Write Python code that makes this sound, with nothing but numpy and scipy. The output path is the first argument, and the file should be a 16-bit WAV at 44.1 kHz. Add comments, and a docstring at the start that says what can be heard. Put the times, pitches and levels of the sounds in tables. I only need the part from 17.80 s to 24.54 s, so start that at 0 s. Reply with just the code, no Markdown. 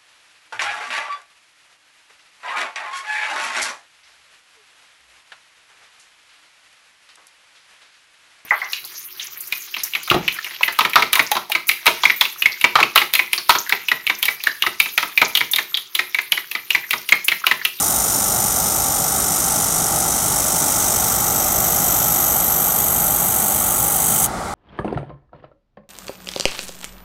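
"""A handheld laser torch welds a seam with filler wire on a steel table in a metal shop.
The laser fires fifty times a second. Its pulses drive a hiss of metal vapour and crackling spatter,
made from noise and random clicks; sliding filters change the colour as the nozzle travels.
Gas hisses smoothly from the nozzle, and fans drone through their ducts, both made from filtered noise.
When the trigger is released, the weld dies away and only shielding gas and fans go on."""
import sys
import numpy as np
from scipy import signal
from scipy.fft import rfft, irfft
from scipy.io import wavfile
from scipy.ndimage import uniform_filter1d

SR = 44100
rng = np.random.default_rng(int(sys.argv[2]) if len(sys.argv) > 2 else 0)


def pcm_store(signal):
    """Save signal as 16-bit PCM."""
    levels = np.round(np.clip(np.atleast_2d(signal), -1, 1) * 32767)
    wavfile.write(sys.argv[1], SR, levels.astype(np.int16).T)


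N = 297230
TIME = np.arange(N) / SR   # seconds

# relative spectrum of the fan noise: pitch_hz, level_db
FAN_COLOUR = [(32.0, -12), (48.0, 5), (200.0, -3), (280.0, -2), (520.0, -8.5), (700.0, -1), (850.0, -1),
              (1000.0, -10.5), (1150.0, -4), (1380.0, -3), (1650.0, -16), (2100.0, -13.5), (2650.0, -27),
              (4000.0, -37)]
# resonances and dips of the fan ducts and the shop: pitch_hz, width_hz, lift_db
DUCT_RESONANCES = [(57.2, 14.4, 0), (92.5, 11.4, -9.5), (110, 35, 6.5), (161, 17, 7), (177, 20, 4.5),
                   (213, 13.6, 8.5), (467, 5.3, 9.5), (556, 9, 4.5), (610, 13.5, 7), (762.5, 15.5, 7),
                   (814, 18, 6.5), (874, 12, 8), (1138, 16, 2.5), (2000, 65, 2.5)]
# relative spectrum of the shielding gas hiss: pitch_hz, level_db
GAS_COLOUR = [(1500, -12), (2600, -10), (3400, -2.5), (5000, -3), (6400, -2.5), (8500, -1.5), (10200, -6.5),
              (12500, -12), (14300, -21), (15700, -23)]
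# strength of the vapour jet over time: time_s, level_db
JET_LEVEL = [(0.0, -18), (1.3, -19.5), (1.65, -18.5), (2.25, -19.5), (3.05, -17.8), (3.5, -18.8),
             (4.2, -17), (6.1, -18), (6.44, -16)]
# relative spectrum of the jet before the steel colours it: pitch_hz, level_db
JET_COLOUR = [(1000.0, -27), (2300.0, -18.5), (3800.0, -19), (4700.0, -11), (5800.0, -0.5), (7000.0, -4.5),
              (9000.0, 0.5), (11000.0, -2.5), (13000.0, -5), (14500.0, -7), (15700.0, -12)]
# resonances and dips of nozzle, plate and table: pitch_hz, width_hz, start_of_seam_db, end_of_seam_db
NOZZLE_RESONANCES = [(3145, 400, 4.5, 9.5), (3786, 440, 11.5, 5), (4240, 140.0, -6.5, -3.5),
                     (5370, 140, 1.5, 5.5), (6210, 380, 3.5, 4), (6700, 130, -2, 8.5), (6970, 170, 12, -1),
                     (8080, 580, 1.2, 7), (8600, 160, -2, -2), (9350, 950, 5.5, 3), (9970, 280, 2, -16),
                     (10340, 210, 6.5, 4), (10840, 260, -8, -8), (11060, 170, -5, 7.5), (9460, 100, 0, -3),
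                     (5200, 150, 1.5, -7)]
# echoes from the plate that lift or cancel a gliding band:
# strongest_s, half_strength_after_s, pitch_hz (when strongest), glide_hz_per_s, width_hz, lift_db
PLATE_REFLECTIONS = [(.48, 1.75, 10520, -400, 610, -12.5), (1.43, 3.4, 12600, -215, 2450, 6.5),
                     (1.92, 0.64, 13780, -35, 2200, -8), (3.05, 0.64, 11580, -395, 775, -15),
                     (3.59, 0.41, 14540, 20, 1320, 4.4), (4.1, 1.04, 9260, -200, 765, -15),
                     (5.12, 1.2, 12440, 210, 1750, 10.5), (5.87, 1.07, 11810, 585, 800, -12),
                     (5.9, 1.67, 5220, 108, 1050, -20), (6.07, .33, 14730, 50, 1400, 7)]

FAN_DB, RUMBLE_DB = -27, -33   # levels before the swell
FAN_SWELL_S, RUMBLE_SWELL_S = 3.7, 3.8   # the fans grow a little louder once, midway
FAN_SWELL_REACH_S, FAN_SWELL_DB = 1.2, 2
TRIGGER_OFF_S = 6.461
PULSE_HZ, WOBBLE_HZ, FIRST_PULSE_S = 50, 125, -.0015
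CUTOFF_HZ = 15750


def from_db(db):
    """Turn decibels into a gain."""
    return 10 ** (np.asarray(db) / 20)


def rms_one(x):
    """Scale a sound to an average strength (rms) of 1."""
    return x / np.sqrt(np.mean(x ** 2) + 1e-20)


def drift(rate_hz):
    """Smooth random wandering with rms 1; wanderings faster than the rate are weakened."""
    hz = np.fft.rfftfreq(N, 1 / SR)
    smooth = rfft(rng.standard_normal(N)) / (1 + (hz / rate_hz) ** 2)
    return rms_one(irfft(smooth, N))


def swell(peak_s, reach_s):
    """A smooth rise and fall: 1 at the peak, half as much one reach before and after."""
    return 1 / (1 + ((TIME - peak_s) / reach_s) ** 2)


def coloured(x, spectrum):
    """Give a sound a smooth spectrum, drawn between the table's points."""
    hz, db = np.transpose(spectrum)
    grid_hz = np.fft.rfftfreq(N, 1 / SR)
    curve_db = np.interp(np.log(grid_hz + 1), np.log(hz), db)   # straight lines over log pitch
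    return irfft(rfft(x) * from_db(curve_db), N)


def bell(hz, width_hz, db):
    """Filter numbers for one resonance (positive dB) or dip (negative dB)."""
    lift = from_db(db / 2)
    damp = np.tan(np.pi * abs(width_hz) / SR)
    turn = -2 * np.cos(2 * np.pi * hz / SR)
    section = np.array([1 + damp * lift, turn, 1 - damp * lift, 1 + damp / lift, turn, 1 - damp / lift])
    return section / section[3]


def resonate(x, modes):
    """Pass a sound through a chain of fixed resonances and dips."""
    return signal.sosfilt([bell(*mode) for mode in modes], x)


def slide(x, hz, width_hz, db, size=512):
    """A resonance or dip whose centre and strength change, block by block."""
    hz = np.broadcast_to(hz, N)
    out, state = np.zeros(N), np.zeros(2)
    for i in range(0, N, size):
        section = bell(hz[i], width_hz, db[i])
        # keeping the filter's state joins the blocks
        out[i:i + size], state = signal.lfilter(section[:3], section[3:], x[i:i + size], zi=state)
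    return out


def fans():
    """Air rushes through resonant ducts above a low rumble."""
    fan_db = FAN_DB + FAN_SWELL_DB * swell(FAN_SWELL_S, FAN_SWELL_REACH_S)
    rumble_db = RUMBLE_DB + FAN_SWELL_DB * swell(RUMBLE_SWELL_S, FAN_SWELL_REACH_S)
    air = resonate(coloured(rng.standard_normal(N), FAN_COLOUR), DUCT_RESONANCES)
    # distance dulls the fans
    distance = signal.butter(2, [18, 7000], "band", fs=SR, output="sos")
    air = signal.sosfilt(distance, air)
    # split off the lows, so that they get their own level
    lows = signal.butter(4, 280, fs=SR, output="sos")
    rumble = signal.sosfiltfilt(lows, air)
    return from_db(fan_db) * rms_one(air - rumble) + from_db(rumble_db) * rms_one(rumble)


def shop(x):
    """Faint diffuse echoes from the table, machines and walls, made with a fading burst of noise."""
    t60_s, first_echo_s, wet_db = .11, .003, -17   # t60: time to fade by 60 dB
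    t = TIME[:SR]
    fade = from_db(-60 * t / t60_s)
    tail = rng.standard_normal(SR) * fade * (t > first_echo_s)
    return from_db(wet_db) * signal.fftconvolve(x, tail / np.linalg.norm(tail))[:N]


def shielding_gas(level_db):
    """A smooth, quiet hiss from the nozzle that flows on after the laser stops."""
    return from_db(level_db) * rms_one(coloured(rng.standard_normal(N), GAS_COLOUR))


def gas_on_plate(start_db, hz, width_hz, fall_db_per_s):
    """Gas rushing out under the nozzle's rim on the work adds a lower, unpulsed hiss that slowly wanes."""
    band = signal.butter(2, [hz - width_hz / 2, hz + width_hz / 2], "band", fs=SR, output="sos")
    nozzle_on_work = TIME < TRIGGER_OFF_S
    rush = signal.sosfilt(band, rng.standard_normal(N) * nozzle_on_work)
    return from_db(start_db - fall_db_per_s * TIME) * rms_one(rush)


def spatter(per_s, spread_db):
    """Droplets burst from the melt at random: mostly tiny clicks, a few large."""
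    born = rng.random(N) < per_s / SR
    sizes = from_db(spread_db * np.minimum(rng.exponential(1, N), 5))
    signs = rng.choice([-1, 1], N)
    return rms_one(born * sizes * signs)


def boiling(wobble_db, uneven_db, simmer_db):
    """Vapour flow: it leaps up with each laser pulse, sags, and drops to a simmer between pulses."""
    rise_s, on_s, fade_s, sag_db, cooling_s = .0004, .0137, .0016, -2, .0035
    # which pulse each sample belongs to, and the time since that pulse began
    number, age_s = np.divmod(TIME - FIRST_PULSE_S, 1 / PULSE_HZ)
    number = number.astype(int)
    strength_db = uneven_db * rng.standard_normal(number.max() + 1)[number]
    rise = 1 - np.exp(-age_s / rise_s)
    fade = np.exp(-np.maximum(age_s - on_s, 0) / fade_s)
    pulse = rise * fade * from_db(strength_db + sag_db * age_s / on_s)
    # the beam swings across the seam; the melt boils hardest at one of the turning points
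    swing = -np.cos(2 * np.pi * WOBBLE_HZ * TIME)
    pulse = pulse * from_db(wobble_db * (swing + swing ** 2))
    # the melt pool heaves at half the pulse rate, so strong and weak pulses alternate
    heave = from_db(1.05 * np.cos(np.pi * PULSE_HZ * (TIME - FIRST_PULSE_S)))
    cooling = np.exp(-np.maximum(TIME - TRIGGER_OFF_S, 0) / cooling_s)
    return np.hypot(pulse, from_db(simmer_db)) * heave * cooling


def along_seam(x):
    """The torch moves at an even speed: resonances shift in strength and reflections come and go."""
    travel = np.minimum(TIME / TRIGGER_OFF_S, 1)   # 0 at the start of the seam, 1 at its end
    for hz, width_hz, start_db, end_db in NOZZLE_RESONANCES:
        x = slide(x, hz, width_hz, start_db + (end_db - start_db) * travel)
    for peak_s, reach_s, hz, glide_hz_per_s, width_hz, db in PLATE_REFLECTIONS:
        gliding_hz = hz + glide_hz_per_s * (TIME - peak_s)
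        x = slide(x, gliding_hz, width_hz, db * swell(peak_s, reach_s))
    return x


def weld():
    """Pulsed vapour jet and spatter, coloured by the steel around the moving nozzle."""
    flow = boiling(wobble_db=1.2, uneven_db=0.2, simmer_db=-6.5)
    flutter = from_db(.7 * drift(400))   # the vapour cavity trembles
    hiss = flutter * rng.standard_normal(N)
    crackle = from_db(-6.5) * spatter(per_s=3000, spread_db=2.5)
    jet = along_seam(coloured(flow * (hiss + crackle), JET_COLOUR))
    # the sliding bands change the colour only: the level table sets the slow changes in strength
    power = uniform_filter1d(jet ** 2, size=SR // 4) + 1e-12
    flow_power = uniform_filter1d(flow ** 2, size=SR // 4) + 1e-12
    welding = TIME < TRIGGER_OFF_S
    # after the trigger is released, the last correction is held
    even = np.interp(TIME, TIME[welding], np.sqrt(flow_power / power)[welding])
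    time_s, level_db = np.transpose(JET_LEVEL)
    jet = from_db(np.interp(TIME, time_s, level_db)) * rms_one(jet * even)
    return jet + shop(jet)


def scene():
    """Weld, gas and fans at one close microphone."""
    plate_gas = gas_on_plate(start_db=-44.5, hz=3660, width_hz=1500, fall_db_per_s=.5)
    gas = shielding_gas(level_db=-37.5) + plate_gas
    return (weld() + gas + fans())[None]   # one channel


def record(dry):
    """The highest peaks are rounded and the top of the treble is cut steeply."""
    headroom = .75   # rounded peaks stay below this
    rounded = dry / (1 + (dry / headroom) ** 4) ** .25
    treble_cut = signal.ellip(12, .1, 90, CUTOFF_HZ, fs=SR, output="sos")
    return signal.sosfilt(treble_cut, rounded)


dry = scene()
out = record(dry)
pcm_store(out)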